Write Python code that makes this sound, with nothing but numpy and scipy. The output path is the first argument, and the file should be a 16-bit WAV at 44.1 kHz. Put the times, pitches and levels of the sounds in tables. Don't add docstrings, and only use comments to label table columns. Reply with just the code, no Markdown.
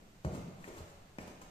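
import sys
import numpy as np
from scipy import signal
from scipy.fft import rfft, irfft
from scipy.io import wavfile

SR = 44100
rng = np.random.default_rng(int(sys.argv[2]) if len(sys.argv) > 2 else 0)


def transcribe(u):
    v = np.clip(np.atleast_2d(u).T, -1, 1)
    q = np.round(v * 32767).astype(np.int16)
    wavfile.write(sys.argv[1], SR, q)


N = 66150
T = np.arange(N) / SR
HZ = np.maximum(np.fft.rfftfreq(2 * N, 1 / SR), 1)

# frequency_hz, density_db (power per Hz)
HUSH_SPECTRUM = [(20, -81), (40, -85), (80, -90.5), (170, -87.5), (330, -97.5), (650, -99.5), (1250, -102),
                 (2500, -106), (5000, -108.5), (7500, -109.5), (14000, -110)]
# frequency_hz, level_db (against the direct sound), t60_s
ECHO_BANDS = [(57.7, 5, 0.24), (142, -5, 1.41), (193, -1, 1.57), (259, 1, 1.7), (377, 2, 1.04),
              (690, 5.5, 1.62), (1270, 2, 1.18), (2350, 8, 1.2), (3360, 7.5, 1.27), (6200, 6, 0.76),
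              (13800, 4, 0.5)]
# start_s, level_db, centre_hz, width_hz, decay_s
CLACKS_AND_CREAK = [(0.2486, -42, 1760, 447, 0.0028), (0.2503, -55.5, 6880, 550, 0.0031),
                    (0.641, -48, 1973, 592, 0.0056), (1.1860, -40.5, 1920, 690, 0.0046)]
# peak_s, level_db, rise_s, fall_s
SOLE_SCUFFS = [(0.252, -51, 0.0043, 0.0031), (0.356, -53, 0.034, 0.015), (0.642, -60.5, 0.05, 0.029),
               (0.685, -56, 0.013, 0.006), (0.785, -53, 0.038, 0.0063), (0.903, -61.5, 0.023, 0.0091),
               (1.214, -56, 0.012, 0.015), (1.281, -52, 0.0092, 0.0044), (1.419, -50, 0.0031, 0.0067)]
# frequency_hz, relative_db
FRICTION_SPECTRUM = [(150, 5), (500, -3.5), (1100, 1), (2400, -13), (4500, -14), (7500, -12),
                     (14000, -14.5)]
# pitch_hz, relative_db, t60_s
FLOOR_RESONANCES = [(67, 0, 0.36), (89, 4, 0.66), (120, -7.5, 0.6), (143.4, 1, 0.56), (175.7, -0.5, 0.92),
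                    (192.1, -3.5, 1.01), (209.6, -0.5, 0.65), (333.8, 0, 0.91), (361.6, 0, 0.57),
                    (397, -11.5, .4), (476, 0, 0.95), (530, -2.5, 0.46), (635, 6, 0.47), (907, -7, 0.33),
                    (1001, -3, 0.56)]
# start_s, push_db, push_hardness_hz,
# board_db, board_pitch_hz, board_t60_s, boom_db, boom_hardness_hz, boom_low_edge_hz, tick_db
LANDINGS = [ (0.2480, -29, 390, -20.5, 158, 0.041, -39, 216, 44, -39),
            (0.3235, -60, 300, -26.5, 138, 0.03, -50, 151, 108, -69),
            (0.3490, -40.5, 470, -33, 263, 0.036, -64, 205, 103, -39.5),
            (0.3770, -42.5, 357, -22.5, 115, 0.025, -54, 123, 60, -69),
            (0.481, -54, 440, -32, 186, 0.034, -61, 182, 101, -69),
            (0.6771, -45, 584, -38, 423, 0.027, -45.5, 238, 214, -53),
            (0.7990, -60, 302, -36.5, 96, 0.056, -46.5, 62.5, 85.4, -66),
            (0.8048, -50, 536, -47, 590, 0.021, -74, 403, 394, -76),
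            (1.1852, -35.5, 460, -29.5, 251, 0.013, -45.5, 86, 80, -38),
            (1.2790, -48, 422, -39, 253, 0.022, -66, 213, 79, -45.5),
            (1.415, -52.5, 1100, -56, 590, 0.027, -66, 196, 100, -47)]
# frequency_hz, gain_db
LEFT_MIC_COLOUR = [(3000, 1), (4200, -1.5), (8700, 0), (9700, -9), (10800, -8.5), (12500, -6)]
RIGHT_MIC_COLOUR = [(3000, 1.5), (5800, -0.5), (7200, 2), (8500, -6), (10200, -10), (12500, -5.5)]

MIC_SPACING_M, RIGHT_LAG_S = 0.18, 0.000268
PAN_DB, PAN_ABOVE_HZ = 8.5, 4600
LINGER_DB, LINGER_HZ, LINGER_T60_S = -62, 276, 0.86
ECHO_BUILD_S, BOOM_ECHO_DB, CLACK_ECHO_DB = 0.00031, -14, -9
FLOOR_LOW_HZ = 51
STRIKE_SPREAD_DB = -2.5
PUSH_LOW_HZ, PUSH_TOP_HZ = 148, 1900
TICK_DECAY_S, TICK_TOP_HZ = 0.0014, 9200


def from_db(db):
    return 10 ** (np.asarray(db) / 20)


def rms_one(x):
    return x / np.sqrt(np.mean(x ** 2) + 1e-20)


def at_hz(points, hz, column=1):
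    table = np.array(points)
    return np.interp(np.log(hz), np.log(table[:, 0]), table[:, column])


def shape(x, response):
    return irfft(rfft(x, 2 * N) * response)[..., :N]


def cut(x, kind, hz, order=2):
    return signal.sosfilt(signal.butter(order, hz, kind, fs=SR, output="sos"), x + 1e-18)


def since(start_s):
    return np.maximum(T - start_s, 0)


def ring(start_s, hz, t60_s):
    age = since(start_s)
    return np.exp(-np.log(1000) * age / t60_s) * np.sin(2 * np.pi * hz * age)


def grains(spread_db, length_s):
    wander = np.interp(T / length_s, np.arange(N), rng.standard_normal(N))
    return rms_one(from_db(spread_db * wander))


def diffuse_noise():
    alike = .98 * np.sinc(2 * HZ * MIC_SPACING_M / 343)
    mid, side = shape(rng.standard_normal((2, N)), np.sqrt([(1 + alike) / 2, (1 - alike) / 2]))
    return np.array([mid + side, mid - side])


def room_tone():
    hush = shape(diffuse_noise(), from_db(at_hz(HUSH_SPECTRUM, HZ)) * np.sqrt(SR / 2))
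    linger = rms_one(shape(diffuse_noise(), np.exp(-np.log(HZ / LINGER_HZ) ** 2)))
    return hush + from_db(LINGER_DB) * linger * np.exp(-np.log(1000) * T / LINGER_T60_S)


def room_response():
    edges = np.geomspace(40, 18000, 15)
    reflections = rfft(diffuse_noise() * grains(spread_db=1, length_s=0.00026), 2 * N)
    build = 1 - np.exp(-T / ECHO_BUILD_S)
    echo = np.zeros((2, N))
    for low, high in zip(edges, edges[1:]):
        hz = np.sqrt(low * high)
        band = irfft(reflections * ((HZ >= low) & (HZ < high)))[:, :N]
        envelope = build * np.exp(-np.log(1000) * T / at_hz(ECHO_BANDS, hz, column=2))
        echo += from_db(at_hz(ECHO_BANDS, hz)) * band * envelope / np.sqrt(np.sum(envelope ** 2))
    return rfft(echo, 2 * N)


def clacks_and_creak():
    out = np.zeros(N)
    for start_s, level_db, centre_hz, width_hz, decay_s in CLACKS_AND_CREAK:
        band = np.exp(-((HZ - centre_hz) / width_hz) ** 2)
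        ringing = rms_one(shape(rng.standard_normal(N), band))
        out += from_db(level_db) * ringing * (T > start_s) * np.exp(-since(start_s) / decay_s)
    return out


def sole_scuffs():
    level = np.zeros(N)
    for peak_s, level_db, rise_s, fall_s in SOLE_SCUFFS:
        level += from_db(level_db) * np.exp(-np.maximum(peak_s - T, 0) / rise_s - since(peak_s) / fall_s)
    friction = rng.standard_normal(N) * grains(spread_db=2, length_s=0.0012)
    return level * rms_one(shape(friction, from_db(at_hz(FRICTION_SPECTRUM, HZ))))


def floor_booms():
    out = np.zeros(N)
    for start_s, *_, boom_db, hardness_hz, low_edge_hz, _ in LANDINGS:
        for k, (hz, mode_db, t60_s) in enumerate(FLOOR_RESONANCES):
            reach = 1 / (1 + (hz / hardness_hz) ** 2) / (1 + (low_edge_hz / hz) ** 6)
            level = from_db(boom_db + mode_db + STRIKE_SPREAD_DB * rng.standard_normal())
            out += (-1) ** k * reach * level * ring(start_s, hz, t60_s)
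    return cut(out, "high", FLOOR_LOW_HZ, order=4)


def foot_knocks():
    push, board, tick_level = np.zeros((3, N))
    for start_s, push_db, hardness_hz, board_db, board_hz, board_t60_s, *_, tick_db in LANDINGS:
        age = since(start_s)
        progress = 2 * np.pi * hardness_hz * age
        push -= from_db(push_db) * progress * np.exp(1 - progress)
        onset = 1 - np.exp(-2 * board_hz * age)
        board -= from_db(board_db) * onset * ring(start_s, board_hz, board_t60_s)
        tick_level += from_db(tick_db) * (T > start_s) * np.exp(-age / TICK_DECAY_S)
    tick = shape(tick_level * rng.standard_normal(N), 1 / (1 + 1j * HZ / TICK_TOP_HZ))
    push = cut(push, "low", PUSH_TOP_HZ)
    push = cut(push, "high", PUSH_LOW_HZ)
    return cut(2 * push + board + tick / 2, "high", FLOOR_LOW_HZ, order=4)


def scene():
    background, room, scuffs = room_tone(), room_response(), sole_scuffs()
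    contact = foot_knocks() + scuffs
    booms, clacks = floor_booms(), clacks_and_creak()
    pan_db = PAN_DB * HZ / (HZ + PAN_ABOVE_HZ)
    right_lag = np.exp(-2j * np.pi * HZ * RIGHT_LAG_S)
    arrival = np.array([from_db(pan_db), from_db(-pan_db) * right_lag])
    direct = shape(contact + booms + clacks, arrival)
    echo = shape(contact + from_db(BOOM_ECHO_DB) * booms + from_db(CLACK_ECHO_DB) * clacks, room)
    return direct + echo + background


def record(dry):
    ports = from_db([at_hz(LEFT_MIC_COLOUR, HZ), at_hz(RIGHT_MIC_COLOUR, HZ)])
    low_pass = 1 / np.sqrt(1 + (HZ / 14350) ** 300)
    return shape(dry, ports * low_pass)


dry = scene()
out = record(dry)
transcribe(out)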